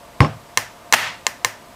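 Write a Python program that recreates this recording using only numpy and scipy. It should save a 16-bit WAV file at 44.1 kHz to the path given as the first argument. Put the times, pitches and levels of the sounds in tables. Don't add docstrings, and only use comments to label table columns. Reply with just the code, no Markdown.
import sys
import numpy as np
from scipy import signal
from scipy.fft import rfft, irfft
from scipy.io import wavfile
from scipy.ndimage import uniform_filter1d

SR = 44100
rng = np.random.default_rng(int(sys.argv[2]) if len(sys.argv) > 2 else 0)


def output_pcm(signal):
    pcm = np.clip(np.atleast_2d(signal).T, -1, 1) * 32767
    wavfile.write(sys.argv[1], SR, np.round(pcm).astype(np.int16))


def gain_from_db(level_db):
    decades = np.asarray(level_db, float) / 20
    return 10 ** decades


N = 77175


def rms_one(x):
    return x / np.sqrt(np.mean(x ** 2) + 1e-20)


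def at_hz(points, hz, column=1):
    points = np.array(points)
    return np.interp(np.log(hz), np.log(points[:, 0]), points[:, column])


def low_pass(x, hz, order=2):
    return signal.sosfilt(signal.butter(order, hz, fs=SR, output="sos"), x)


def high_pass(x, hz, order):
    return signal.sosfilt(signal.butter(order, hz, "high", fs=SR, output="sos"), x)


def band_pass(x, low_hz, high_hz, order):
    return signal.sosfilt(signal.butter(order, [low_hz, high_hz], "band", fs=SR, output="sos"), x)


def strike(modes, times_s, db, sign=1, alternate=-1):
    spread_db = 2
    at = (np.asarray(times_s) * SR).astype(int)
    spread = spread_db * rng.standard_normal((len(at), len(modes)))
    out = np.zeros(N)
    for k, (hz, level_db, t60) in enumerate(modes):
        clicks = np.full(N, 1e-18)
        np.add.at(clicks, at, sign * alternate ** k * gain_from_db(db + level_db + spread[:, k]))
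        r = gain_from_db(-60 / (max(t60, .001) * SR))
        w = 2 * np.pi * hz / SR
        out += signal.lfilter([0, np.sin(w)], [1, -2 * r * np.cos(w), r * r], clicks)
    return out


def crack(spectrum, times_s, db, room_db):
    t60_s = 0.0084
    fade = gain_from_db(-60 * np.arange(512) / SR / t60_s)
    at = (np.asarray(times_s) * SR).astype(int)
    bursts = np.full((2, N + 512), 1e-18)
    noises = rng.standard_normal((len(at), len(fade)))
    for i, gain, noise in zip(at, gain_from_db(db), noises):
        bursts[0, i:i + len(fade)] += gain * noise * fade
    bursts[1, at] = 4 * gain_from_db(db + room_db)
    edges = 150 * 2 ** np.arange(0, 7.1, .5)
    out = 0
    for low, high in zip(edges, edges[1:]):
        gain = gain_from_db(at_hz(spectrum, np.sqrt(low * high)) + 12)
        out = out + gain * band_pass(bursts[:, :N], low, high, order=1)
    return out


def hum():
    # [f/Hz, level/dB per Hz]
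    noise_colour = [(15, -35), (25, -15), (249, -9.5), (427, -13.5), (677, -6.5), (734, -21), (887, -6),
                    (1290, -15.5), (16000, -33.5)]
    # [f/Hz, width/Hz, level/dB]
    fridge_bands = [(47, 12, -66), (108, 120, -61.5), (702.3, 24, -52), (930, 89, -73), (1193, 69, -59),
                    (580, 44, -61), (8000, 250, -67)]
    broad_db = -36.5 - 8.0
    hz = np.maximum(np.fft.rfftfreq(N, 1 / SR), 1)
    broad = irfft(rfft(rng.standard_normal(N)) * gain_from_db(at_hz(noise_colour, hz)), N)
    out = gain_from_db(broad_db) * rms_one(broad)
    for centre_hz, width_hz, db in fridge_bands:
        resonance = 1 / (1 + (2 * (hz - centre_hz) / width_hz) ** 2)
        out = out + gain_from_db(db) * rms_one(irfft(rfft(rng.standard_normal(N)) * resonance, N))
    return out


def kitchen(x):
    # [f/Hz, level/dB, t60/s]
    room_bands = [(152, -0.5, 0.37), (387, -4.5, 0.29), (1080, -3, 0.33), (2100, -6.5, 0.33),
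                  (4300, -12.5, 0.35), (8400, -15.5, 0.27), (15600, -3.5, 0.18)]
    start_s, build_s = 0.0013, 0.0065
    t = np.arange(SR) / SR
    edges = 60 * 2 ** np.arange(0, 8.3, .5)
    white = rng.standard_normal((2, SR))
    tail = 0
    for k, (low, high) in enumerate(zip(edges, edges[1:])):
        hz = np.sqrt(low * high)
        decay_db = at_hz(room_bands, hz) - 60 * t / at_hz(room_bands, hz, column=2)
        tail = tail + band_pass(white[k % 2], low, high, order=2) * gain_from_db(decay_db)
    tail = tail * np.clip((t - start_s) / build_s, 0, 1) / np.sqrt(SR / 40)
    return signal.fftconvolve(x, tail)[:N]


def hand():
    push_s = [
        .2038,
        .2072,
    ]
    push_db = [
        -0.5,
        0,
    ]
    knock_s = [
        .2049,
        .2190,
        .2472,
    ]
    knock_db = [
        0.61,
        -16.5,
        -14.5,
    ]
    # [f/Hz, level/dB, t60/s]
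    board_modes = [(86, -9, .07), (113.8, -2, 0.087), (111.3, -20, 0.65), (148.1, -3, 0.2)]
    # [f/Hz, level/dB, t60/s]
    knock_modes = [(770, -26, .015), (1074, 0.5, 0.025), (1560, -3, 0.0064), (2113, 3.5, 0.0083),
                   (2900, -39, 0.0057), (5530, -35, 0.0069)]
    # [f/Hz, level/dB, t60/s]
    cupboard_modes = [(151, -4.5, 0.11), (220, -11, 0.082), (251.4, -11, 0.11), (290, -6, 0.085),
                      (347.3, -11, 0.11), (493, -7.5, 0.041), (650, -22, 0.072), (804, -14.5, 0.043),
                      (1060, -3.5, .03), (5320, -24, 0.065), (5450, -24, 0.035)]
    # [f/Hz, level/dB per Hz]
    hand_crack = [(200, -10.5), (600, 7), (1200, -11.5), (2200, -8.5), (4000, -11.5), (7000, 2),
                  (11000, -32), (16000, -38)]
    rattle_from_s, rattle_to_s, rattle_start_db, rattle_loss_db = .207, .27, -15, 10
    cupboard_db, room_db, skin_soft_hz = 0.5, 2, 3450
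    damped_s, damp_s = 0.37, 0.0073

    share = np.sort(rng.random(24))
    rattle_s = rattle_from_s + share * (rattle_to_s - rattle_from_s)
    rattle_db = rattle_start_db - rattle_loss_db * share
    board = strike(board_modes, push_s, np.array(push_db), np.array([-1, 1]), alternate=0.63)
    board = board * np.exp(-np.maximum(np.arange(N) / SR - damped_s, 0) / damp_s)
    either_way = rng.choice([-1, 1], len(rattle_s))
    loose = strike(cupboard_modes, rattle_s, rattle_db + cupboard_db, either_way)
    knock = low_pass(strike(knock_modes, knock_s, np.array(knock_db)), skin_soft_hz)

    hit_s = np.r_[knock_s, rattle_s]
    hit_db = np.r_[knock_db, rattle_db]
    to_room_db = np.where(np.arange(len(hit_s)) == 0, room_db, -40)
    cracks = low_pass(crack(hand_crack, hit_s, hit_db, to_room_db), skin_soft_hz)
    return np.vstack([board + loose + knock, cracks])


def pen():
    # [strength/dB, brightness/dB, board/dB]
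    tap_s = [
        .5737,
        .9252,
        1.2668,
        1.4472,
    ]
    tap_levels = [
        (0, 1, 1.5),
        (3.5, 1.5, 0),
        (-4.5, 0, -16),
        (-1, -0.5, 2.5),
    ]
    slap_s = [
        .9351,
        .9386,
        .9397,
        .9414,
        .9429,
        .9445,
        .9476,
    ]
    slap_levels = [
        -7.5,
        11,
        8.5,
        2.5,
        7,
        4.5,
        2,
    ]
    # [f/Hz, level/dB, t60/s]
    barrel_modes = [(498, -25.5, 0.089), (1050, -9.5, 0.034), (1193, -11, 0.023), (1816, -10.5, 0.037),
                    (2117, -4.5, 0.018), (2716, -1.5, 0.007), (3200, -13, 0.021)]
    # [f/Hz, level/dB, t60/s]
    refill_modes = [(4070, -8, 0.011), (4800, -17.5, 0.019), (5594, -8.5, 0.0081), (6320, 1, 0.0033),
                    (7470, -2, 0.0042), (10600, -42, 0.002), (12300, -50, 0.0067)]
    # [f/Hz, level/dB, t60/s]
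    slap_modes = [(242, -6, 0.044), (728, -3.5, 0.027), (1100, 6.5, 0.0041), (1676, 5, 0.0065),
                  (2800, 6, 0.0048), (3640, -4, 0.003), (5800, -9, 0.0083), (11390, -16.5, 0.015)]
    # [f/Hz, level/dB, t60/s]
    under_pen_modes = [(106.7, -40, 0.4), (149.5, -40.5, 0.16), (231, -66, 0.15)]
    # [f/Hz, level/dB per Hz]
    tap_crack = [(200, -46), (600, -10), (1200, -18.5), (2200, -1), (4000, -17.5), (7000, 5.5),
                 (11000, -67), (16000, -11)]
    # [f/Hz, level/dB per Hz]
    slap_crack = [(200, -45), (600, -14), (1200, -3.5), (2200, 7), (4000, -2), (7000, -0.5), (11000, -36),
                  (16000, -7)]
    refill_lag_s, rebound_s, rebound_db = .00045, .0085, -19
    tip_soft_hz, low_cut_hz = 4540, 430
    slap_room_db, slap_on_board_db = 3, 4.5

    tap_s = np.array(tap_s)
    tap_db, bright_db, board_db = np.transpose(tap_levels)
    slap_db = np.array(slap_levels)
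    click_db = tap_db + bright_db
    barrel = low_pass(strike(barrel_modes, tap_s, tap_db, alternate=0.94), tip_soft_hz)
    refill_s = np.r_[tap_s + refill_lag_s, tap_s + rebound_s]
    refill = strike(refill_modes, refill_s, np.r_[click_db, click_db + rebound_db])
    slap = strike(slap_modes, slap_s, slap_db)

    to_room_db = np.where(np.arange(len(slap_s)) == 1, slap_room_db, -40)
    cracks = crack(tap_crack, tap_s, click_db, 0) + crack(slap_crack, slap_s, slap_db, to_room_db)
    out = np.vstack([barrel + refill + slap, cracks])
    out[:2] = high_pass(out[:2], low_cut_hz, order=4)
    board_hit_db = np.r_[tap_db + board_db, slap_db[1] + slap_on_board_db]
    out[0] += strike(under_pen_modes, np.r_[tap_s, slap_s[1]], board_hit_db)
    return out


def scene():
    crack_close_db, ring_to_room_db, mic_low_cut_hz = -9.5, -15, 65
    ring, snap, click = pen() + hand()
    tail = kitchen(gain_from_db(ring_to_room_db) * ring + click)
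    blows = ring + gain_from_db(crack_close_db) * snap + tail
    return (high_pass(blows, mic_low_cut_hz, order=3) + hum())[None]


def roll_off(x):
    return signal.sosfilt(signal.butter(12, 16940, fs=SR, output="sos"), x)


def record(dry):
    duck_from_db, duck_share, attack_s, recover_db_per_s = -3, 0.99, 0.0012, 142
    band_limit_hz, converter_hz = 15800 + 450, 16500
    rise = recover_db_per_s * np.arange(N) / SR
    level_db = 10 * np.log10(uniform_filter1d(dry ** 2, size=89, axis=1) + 1e-12)
    held_db = np.maximum.accumulate(level_db + rise, axis=1) - rise
    r = np.exp(-1 / (attack_s * SR))
    excess_db = np.maximum(held_db - duck_from_db, 0)
    cut_db = signal.lfilter([1 - r], [1, -r], duck_share * excess_db)
    band = signal.sosfilt(signal.cheby2(10, 50, band_limit_hz, fs=SR, output="sos"), dry)
    clipped = np.clip(band * gain_from_db(-cut_db), -1, 1)
    mix = np.clip(low_pass(clipped, converter_hz, order=6), -1, 1)
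    return roll_off(mix)


dry = scene()
out = record(dry)
output_pcm(out)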